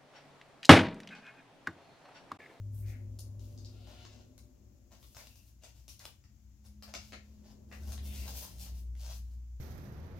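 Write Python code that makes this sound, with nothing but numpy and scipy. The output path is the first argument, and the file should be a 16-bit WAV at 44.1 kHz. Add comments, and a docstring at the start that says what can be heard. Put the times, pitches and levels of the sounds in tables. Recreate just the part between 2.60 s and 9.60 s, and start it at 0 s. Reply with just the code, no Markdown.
"""A small vinyl record is slid out of its paper sleeve in a living room, with traffic behind the wall.
First the paper rubs and the disc glides out, while an engine drones and fades by 2 s.
Then fingers turn the disc: paper crinkles, the rim sings faintly and the near walls echo each tick.
From 4 s a second engine comes near, and the disc gives its loudest knock.
Last, the disc is laid aside in a run of rustles while that engine settles to idle."""
import sys
import numpy as np
from scipy import signal
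from scipy.fft import rfft, irfft, next_fast_len
from scipy.io import wavfile
from scipy.ndimage import map_coordinates

SR = 44100
rng = np.random.default_rng(int(sys.argv[2]) if len(sys.argv) > 2 else 0)


def to_wav(s):
    """Save 16-bit WAV."""
    ch = np.atleast_2d(s).T  # columns
    pcm = np.round(np.clip(ch, -1, 1) * 32767)  # PCM
    wavfile.write(sys.argv[1], SR, pcm.astype(np.int16))


N = 308700  # 7 s

# Tone colours, that is, how strong each pitch is: pitch_hz, level_db
RUMBLE_TONE = [(20, -27.5), (35, -20.5), (48, -13.5), (59, 5), (70, -6), (85, -7), (105, -6), (135, -13.5),
               (165, -30), (210, -15), (300, -57.5)]
TYRE_TONE = [(130, -9), (180, -3), (215, -2), (232, 1), (250, 6.5), (280, -7), (350, -3.5), (450, -11.5),
             (540, -9.5), (590, -9), (650, -14.5), (750, -21), (1100, -25), (2000, -46)]
HISS_TONE = [(150, -3), (300, 18), (450, -6.5), (700, -0.5), (1200, -6), (2500, -6.5), (4000, -9.5),
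             (5200, -3.5), (6800, 1), (7600, -3.5), (8400, -21), (10000, -17), (12000, -9), (15800, -9)]
PAPER_TONE = [(260, -61), (450, -3), (624, 2.5), (1070, -4.5), (1220, -12.5), (1370, -6), (1880, -10.5),
              (2090, -9.5), (2770, -3.5), (3310, -4), (4870, 0.5), (6370, 0), (8710, -11), (14200, -7.5),
              (15800, -12)]
HOLLOW_TONE = [(200, -9), (450, 3), (720, 13.5), (1000, -20), (1400, 3.5), (2000, -51), (4000, -12)]  # the sleeve's belly
SNAP_TONE = [(80, -39), (200, 1), (300, -2.5), (440, -4.5), (650, -3), (950, -7), (1500, -2.5), (2800, -4),
             (5000, 3), (6500, 2.5), (8500, -5.5), (12000, -7), (16000, -14)]
# Vehicles going by: nearest_s, half_width_s, tyre_db
PASSES = [(.85, 1.107, -62), (5.5, 0.61, -60.5)]
# The engine that fades: time_s, firing_hz, level_db
FIRST_ENGINE = [(0.0, 101.6, -41.5), (0.13, 101.5, -41.5), (0.27, 101.5, -38.5), (0.436, 101.5, -45),
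                (1.016, 101.6, -48.5), (1.262, 103.4, -55.5), (1.332, 102.9, -62.5), (1.658, 103.1, -57),
                (1.8, 101.5, -77)]
# Its higher tones: times_firing_rate, relative_db
OVERTONES = [(2.489, -4.5), (3.48, -9.5), (5.8, -12.5)]
# The engine that comes near: time_s, lowest_tone_db, third_harmonic_db
SECOND_ENGINE = [(3.9, -80, -74.5), (4.11, -57, -60.5), (5.04, -60.5, -62.5), (5.23, -43, -58),
                 (5.66, -40, -59), (5.89, -54.5, -64), (5.97, -46.5, -64.5), (6.17, -42.5, -63),
                 (6.32, -43, -86), (6.44, -41.5, -69), (6.94, -44, -92), (7.0, -51, -77)]
# Echoes off the near walls: delay_s, left_gain, right_gain
WALL_ECHOES = [(.0035, .25, .1), (.0088, 0.38, -.3), (.0132, 0.074, .2), (.0136, 0.062, .35),
               (.024, .2, -.2)]
# How long the room takes to fade by 60 dB: pitch_hz, fade_s
ROOM_FADE = [(200, 0.28), (800, 0.22), (2000, 0.31), (5500, 0.28), (14000, 0.25)]
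# Extra leftward lean of the handling sounds: pitch_hz, left_minus_right_db
LEFT_LEAN = [(500, -0.2), (2000, 2.2), (4000, -1.3), (8000, 3), (12000, -1.5)]
# Where disc and sleeve ring together: pitch_hz, width_hz, strength_db
RESONANCES = [(675, 270, -2), (1050, 120, -6), (1390, 91, -7.5), (2150, 320, -5.5), (2754, 420, 1.5),
              (3590, 250, -5), (4480, 2000, -9.5), (5050, 1700, -15.5)]
# Paper rubbing paper: start_s, attack_s, length_s, level_db, top_relative_db, body_relative_db
STROKES = [(0.108, 0.067, 0.081, -72.5, 16.5, -4), (0.242, 0.03, 0.054, -65, 2, -16),
           (.775, 0.062, 0.16, -68, 1, -12), (0.935, .06, 0.23, -77, -1, -3),
           (1.254, 0.028, 0.074, -64, -7, 4.5), (1.325, 0.072, 0.29, -68, -14, -2),
           (2.305, 0.014, 0.049, -65.5, -6, 0.5), (2.372, 0.063, 0.19, -71, 5, -13),
           (2.535, 0.048, 0.094, -60.5, -4, -5), (2.638, 0.025, 0.24, -72, 3, -12),
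           (3.002, 0.041, 0.074, -61, -2.5, -6), (3.113, .06, 0.1, -71, 1, -7.5),
           (3.283, .012, 0.036, -58.5, 1, -39), (3.388, 0.059, 0.074, -60, 3.5, -2.5),
           (4.03, .025, .04, -75, -2, -2), (4.228, 0.027, 0.085, -66, -8, 2),
           (4.368, .05, 0.12, -64, -3, -10), (4.57, 0.048, 0.27, -78.5, -5, -5),
           (4.808, 0.064, 0.1, -67, -6.5, -0.5), (5.06, 0.11, 0.19, -64, -2.5, -0.5),
           (5.239, 0.071, 0.075, -53.5, 1, -4), (5.404, 0.047, 0.11, -58, 6, -11),
           (5.503, 0.069, 0.12, -53, 2.5, -12), (5.617, 0.047, 0.14, -54.5, -0.5, -3.5),
           (5.717, 0.076, 0.098, -50, 5, -14.5), (5.809, 0.028, 0.029, -56, 1, 1),
           (5.86, 0.035, 0.11, -62.5, 2.5, -8.5), (5.968, 0.045, 0.069, -52, 4.5, -14),
           (6.029, .03, 0.037, -59, -17, -1.5), (6.111, 0.047, 0.071, -66, 4, -10),
           (6.355, 0.032, 0.064, -60.5, -1, -9.5), (6.417, 0.039, 0.048, -54, -3.5, -4),
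           (6.464, .04, 0.044, -50.5, -4.5, -5), (6.512, .04, 0.045, -63.5, 6.5, -16),
           (6.63, .06, 0.11, -76, 1, -5)]
# Rubs in the sleeve's pocket: a hand scuffs the sleeve near 0.2 s, then the disc slides along it twice: #
# start_s, attack_s, length_s, release_s, level_db, first_hz, last_hz, hollow_relative_db
GLIDES = [(0.204, 0.071, 0.14, 0.083, -64, 1940, 2140, -9),
          (0.962, 0.42, 0.45, 0.25, -61.5, 5670, 3570, -6.5),
          (5.43, .04, .21, 0.084, -59.5, 3900, 2270, -8.5)]
# The rim rubbing the paper: start_s, length_s, level_db
RIM_RUBS = [(2.614, 0.19, -73.5), (3.004, 0.06, -67.5)]
# Paper snaps and disc taps: time_s, level_db, pitch_hz, knock_relative_db, top_relative_db, room_db
CONTACTS = [(.589, -28.5, 4900, -17.5, -1, 0), (0.5931, -24.5, 7200, -28, -1, 4.5),
            (0.795, -35, 6200, -17, -11, 4), (.9769, -29, 5800, -23, -17, 6),
            (1.0482, -25.5, 5900, -42, -21, 5), (1.4511, -26, 3800, -6, -36, 3),
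            (1.7796, -33, 5884, -6, -1, 3), (2.324, -35, 6400, -3.5, -29, 1.5),
            (2.4285, -32.5, 3230, -10, -6, 5), (2.548, -29, 6200, -11, -15, 4),
            (2.5678, -27.5, 6100, -3.5, -2.5, 1.5), (2.591, -32.5, 5615, 1, -3, 8),
            (2.6709, -29, 4770, -13, -9, -2), (3.036, -26.5, 6800, -7.5, -6, 7),
            (3.2809, -25, 5200, -16, -2, 5), (3.2874, -26, 4770, -16.5, -2.5, 8),
            (3.3937, -24.5, 4330, -29, -5.5, 2), (3.4014, -31, 4200, -3, -9, 9),
            (3.454, -21.5, 3640, -5, -4, -2), (3.64, -40.5, 5350, -4.5, -17, 4.5),
            (4.051, -34.5, 4800, -9.5, 2.5, 13), (4.2247, -24, 5100, -4.5, -4.5, 7.5),
            (4.3392, -14.5, 3600, -4.5, -11.5, 5), (4.3514, -17, 4400, -9, -22, 1),
            (4.362, -26.5, 2800, -19, -16, -5), (4.5227, -22.5, 3600, 1, -18, 9),
            (4.532, -28.5, 1100, 2.5, -21, 5), (5.1146, -34, 1300, 12, -22, 8),
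            (5.125, -36.5, 700, 9, -12, 1), (5.3209, -20.5, 3580, -9, -2, 6),
            (5.3788, -29.5, 3800, -1, -6, 3), (6.3525, -43.5, 2780, 1, -4, 0)]

STROKE_FALL_S = 0.048  # a rub fades by 20 dB in this time
TIME_S = np.arange(N) / SR


def amp(db):
    """Turn decibels into a gain."""
    return 10 ** (np.asarray(db) / 20)


def unit(x):
    """Scale a sound to an average power of 1."""
    return x / np.sqrt(np.mean(x ** 2) + 1e-20)


def along(points, hz):
    """Look up a table's value at any pitch."""
    pitches, values = np.transpose(points)
    return np.interp(np.log(hz + 1), np.log(pitches + 1), values)


def curves(rows):
    """Turn each column after the time into one value per sample."""
    times, *columns = np.transpose(rows)
    return [np.interp(TIME_S, times, column) for column in columns]


def wobble(rate):
    """A smooth curve through `rate` random points a second."""
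    return map_coordinates(rng.standard_normal(int(N * rate / SR) + 4), [TIME_S * rate])


def filtered(x, response):
    """Colour a sound with the gain that `response` gives each pitch."""
    size = next_fast_len(N + 8192)
    return irfft(rfft(x, size) * response(np.fft.rfftfreq(size, 1 / SR)), size)[..., :N]


def registers(hz, edges):
    """Split the pitches softly into bands below, between and above the edges."""
    below = [1 / (1 + (hz / edge) ** 12) for edge in edges]
    return np.diff([0 * hz, *below, 1 + 0 * hz], axis=0)


def panned(x, left_db):
    """Tip a sound towards the left."""
    return x * amp(np.array([[.5], [-.5]]) * left_db)


def spread(mid, side, hz, wide_hz=430):
    """Sound from all around: left and right are alike in the bass, unrelated in the treble."""
    side = side * hz / np.hypot(hz, wide_hz)
    return np.array([mid + side, mid - side])


def noise(tone, left_db):
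    """Wide stereo noise with a given tone colour."""
    hz = np.fft.rfftfreq(N, 1 / SR)
    pair = spread(*rfft(rng.standard_normal((2, N))), hz) * amp(along(tone, hz))
    return unit(panned(irfft(pair, N), left_db))


def passing(nearest_s, half_width_s, db):
    """A vehicle swells as it comes near and fades behind the houses."""
    return amp(db) / (1 + np.abs((TIME_S - nearest_s) / half_width_s) ** 2.9)


def earshot(rows, fade_s=.25):
    """An engine fades in before its first row and out after its last."""
    outside_s = np.abs(TIME_S - np.clip(TIME_S, rows[0][0], rows[-1][0]))
    return amp(-20 * outside_s / fade_s)


def background():
    """Street rumble grows with engines and traffic; muffled tyres pass over a faint, steady hiss."""
    traffic = np.sqrt(sum(passing(*vehicle) ** 2 for vehicle in PASSES))
    effort = earshot(FIRST_ENGINE) * amp(curves(FIRST_ENGINE)[1])
    effort += earshot(SECOND_ENGINE) * amp(curves(SECOND_ENGINE)[0])
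    steady, moving = amp(-58.5), amp(0.5) * np.sqrt(effort * traffic)
    rumble = np.hypot(steady, moving) * noise(RUMBLE_TONE, left_db=4.5)
    tyres = traffic * amp(1.5 * wobble(6)) * noise(TYRE_TONE, left_db=3.5)
    return rumble + tyres + amp(-73.5) * noise(HISS_TONE, left_db=5.5)


def firing_phase(hz):
    """One turn per engine firing, at a slightly unsteady rate."""
    return 2 * np.pi * (np.cumsum(hz * (1 + .003 * wobble(8))) / SR + rng.random())


def hum(phase, db, waver_db):
    """One engine tone, wavering as the vehicle moves."""
    return np.sqrt(2) * np.sin(phase) * amp(db + waver_db * wobble(14))


def first_engine():
    """A low drone passes the wall; higher tones swell with the first vehicle's tyres."""
    firing_hz, db = curves(FIRST_ENGINE)
    phase = firing_phase(firing_hz)
    drone = earshot(FIRST_ENGINE) * hum(phase, db, waver_db=1.0)
    for multiple, relative_db in OVERTONES:
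        overtone = hum(multiple * phase + 0.9 * wobble(12), relative_db - 2.5, waver_db=3.0)
        drone += passing(*PASSES[0]) * overtone
    return panned(drone, left_db=2.1)


def second_engine(cruise_hz=70.75, idle_hz=60.05, slows_at_s=5.7, slowing_s=0.1223):
    """An engine drops to idle; only its three lowest harmonics pass the wall."""
    db, third_db = curves(SECOND_ENGINE)
    firing_hz = idle_hz + (cruise_hz - idle_hz) / (1 + np.exp((TIME_S - slows_at_s) / slowing_s))
    phase = firing_phase(firing_hz)
    drone = hum(phase, db, waver_db=2.1)
    drone += hum(2 * phase + wobble(10), db - 29, waver_db=0.0)
    third = hum(3 * phase + 0.9 * wobble(13), third_db, waver_db=1.5)
    return earshot(SECOND_ENGINE) * (panned(drone, left_db=1.1) + panned(third, left_db=3.5))


def room(tail_db, build_s=0.0058, wall_shift=.12):
    """The room's answer to a click: direct sound, wall echoes and a short, blurred tail."""
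    hz, t, spectra = signal.stft(rng.standard_normal((2, SR // 3)), SR, nperseg=256)
    fade = amp(-60 * t / along(ROOM_FADE, hz)[:, None])
    tail = signal.istft(spread(*spectra, hz[:, None]) * fade, SR, nperseg=256)[1]
    tail *= 1 - np.exp(-(np.arange(tail.shape[1]) / SR / build_s) ** 2)
    answer = amp(tail_db) * tail / np.linalg.norm(tail[0])
    answer[[0, 1], rng.integers(0, 4, size=2)] += 1  # direct sound
    for delay_s, left, right in WALL_ECHOES:
        answer[:, round(delay_s * np.exp(wall_shift * rng.uniform(-1, 1)) * SR)] += left, right
    return answer / np.linalg.norm(answer[0])


def in_room(x, tail_db, pieces=56):
    """The hands keep moving, so each moment meets new echoes."""
    hop = N // pieces + 1
    window = signal.windows.cosine(2 * hop) ** 1.2
    x, out = np.pad(x, (hop, 2 * hop)), np.zeros((2, N + 2 * SR))
    for start in range(0, N, hop):
        heard = signal.fftconvolve([x[start:start + 2 * hop] * window], room(tail_db), axes=1)
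        out[:, start:start + heard.shape[1]] += heard
    return out[:, hop:hop + N]


def stroke(start_s, attack_s, length_s, release_s):
    """A hand's speed: it rises smoothly, holds, then falls 20 dB per release time."""
    t = TIME_S - start_s
    rise = np.sin(np.pi / 2 * np.clip(t / attack_s, 0, 1)) ** 2
    return rise * amp(-20 * np.maximum(t - length_s, 0) / release_s)


def friction(slips_per_s, spread_db, hiss):
    """Paper fibres catch and let go: tiny, uneven slips over a smooth hiss."""
    slips = (rng.random(N) < slips_per_s / SR) * rng.choice([-1, 1], N)
    sizes = amp(spread_db * np.minimum(rng.exponential(size=N), 3))
    return unit(unit(slips * sizes) + hiss * rng.standard_normal(N))


def disc_ring(hz, depth):
    """Disc and sleeve bend most easily at certain pitches, which come out louder."""
    peaks = sum(amp(db) / (1 + (2 * (hz - pitch) / width) ** 2) for pitch, width, db in RESONANCES)
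    return 1 + depth * peaks


def rim_song(rim_hz=2770, half_width_hz=150, attack_s=0.035):
    """Rubbing makes the disc's rim sing faintly at one pitch."""
    level = sum(amp(db) * stroke(start, attack_s, length, STROKE_FALL_S)
                for start, length, db in RIM_RUBS)
    peak = lambda hz: 1 / (1 + ((hz - rim_hz) / half_width_hz) ** 2)
    return level * unit(filtered(rng.standard_normal(N), peak))


def rustle():
    """Paper rubs on paper: a taut sheet is crisp, a slack pocket is hollow."""
    slips = friction(slips_per_s=700, spread_db=6.0, hiss=1.0)
    slips *= amp(2.35 * wobble(45))  # uneven finger pressure
    colour = lambda hz: amp(along(PAPER_TONE, hz)) * disc_ring(hz, 0.13) * registers(hz, (2000, 8200))
    body, middle, top = map(unit, filtered(slips, colour))
    out = np.zeros(N)
    for start, attack, length, db, top_db, body_db in STROKES:
        rub = middle + amp(top_db) * top + amp(body_db) * body
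        out += amp(db) * stroke(start, attack, length, STROKE_FALL_S) * rub
    return out


def glide(settle_s=0.1):
    """The pitch of the sleeve's pocket moves as a hand scuffs the sleeve or the disc slides along it."""
    level, hollow, pocket_hz = np.zeros(N), np.zeros(N), np.ones(N)
    for start, attack, length, release, db, first_hz, last_hz, hollow_db in GLIDES:
        speed = amp(db) * stroke(start, attack, length, release)
        level += speed
        hollow += amp(hollow_db) * speed
        sweep_hz = last_hz + (first_hz - last_hz) * np.exp(-np.abs(TIME_S - start) / settle_s)
        pocket_hz = np.where(TIME_S < start, pocket_hz, sweep_hz)
    slips = friction(slips_per_s=700, spread_db=3.5, hiss=1.7)
    out = hollow * unit(filtered(slips, lambda hz: amp(along(HOLLOW_TONE, hz))))
    for band_hz in np.geomspace(1700, 5900, num=8):  # these bands take over in turn
        width_hz = 950 * (band_hz / 3000) ** 1.6
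        sheet = lambda hz: 0.22 * (band_hz / 3000) ** 3 * hz / (hz + 1500) / (1 + (hz / 6500) ** 4)
        pocket = lambda hz: 1 / (1 + ((hz - band_hz) / width_hz) ** 4)
        scrape = unit(filtered(slips, lambda hz: (sheet(hz) + pocket(hz)) * disc_ring(hz, 1.0)))
        share = np.exp(-(np.log(pocket_hz / band_hz) / 0.094) ** 2)
        out += level * share * scrape
    return out


def crinkles(count=6, first_s=.8, last_s=3.2, pitch_hz=4970):
    """Fingers make faint, random snaps in the sleeve: more rows like those of CONTACTS."""
    return [(first_s + (last_s - first_s) * when, -41 + 6 * (strength - .5),
             pitch_hz * 2 ** (pitch - .5), -14, -9, 1.5)
            for when, strength, pitch in rng.random((count, 3))]


def shortest_ring(gain):
    """The briefest ring that has this gain at each pitch (a minimum-phase filter)."""
    cepstrum = irfft(np.log(np.maximum(gain, 1e-6)))
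    half = len(cepstrum) // 2
    cepstrum[1:half] *= 2
    cepstrum[half + 1:] = 0
    return irfft(np.exp(rfft(cepstrum)))


def clicks(size=2048, lead=400, rise_s=0.003, fall_s=0.015):
    """Each contact is a burst of slips that builds, lets go, rings the sheet and echoes in the room."""
    out = np.zeros((2, N + SR))
    t, hz = (np.arange(size) - lead) / SR, np.fft.rfftfreq(size, 1 / SR)
    bands = registers(hz, (1200, 2800, 8200)) * amp(along(SNAP_TONE, hz)) * disc_ring(hz, 0.89)
    for time_s, db, snap_hz, knock_db, top_db, room_db in CONTACTS + crinkles():
        pace = (snap_hz / 5000) ** 0.31  # a lower snap rises and falls more slowly
        envelope = amp(-60 * pace * np.maximum(t / fall_s, -t / rise_s))
        slips = rfft(rng.standard_normal(size) * envelope)
        burst = irfft(slips / (np.abs(slips) + 1e-9) ** 0.093)  # many slips even out the tone
        patch = 1 + 1 / (1 + (7 * (hz - snap_hz) / snap_hz) ** 2)  # the bent patch has its own pitch
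        thud, knock, snap, top = map(unit, bands * patch)
        thud_db = 0.5 + 0.69 * knock_db  # the low thud grows with the knock
        gain = amp(thud_db) * thud + amp(knock_db) * knock + snap + amp(top_db) * top
        contact = signal.fftconvolve(burst / np.linalg.norm(burst), shortest_ring(gain))[:size]
        heard = signal.fftconvolve(contact[None], room(room_db), axes=1)
        start = round(time_s * SR) - lead
        out[:, start:start + heard.shape[1]] += amp(db) * heard
    return out[:, :N]


def scene():
    """Paper and disc, a little to the left, over the traffic and hiss."""
    handling = in_room(rustle() + glide() + rim_song(), tail_db=3.5) + clicks()
    handling = filtered(handling, lambda hz: panned(0.86, left_db=4 + along(LEFT_LEAN, hz)))
    return handling + first_engine() + second_engine() + background()


def record(dry):
    """Cut off the very highest treble."""
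    return filtered(dry, lambda hz: hz < 15850)


dry = scene()
out = record(dry)
to_wav(out)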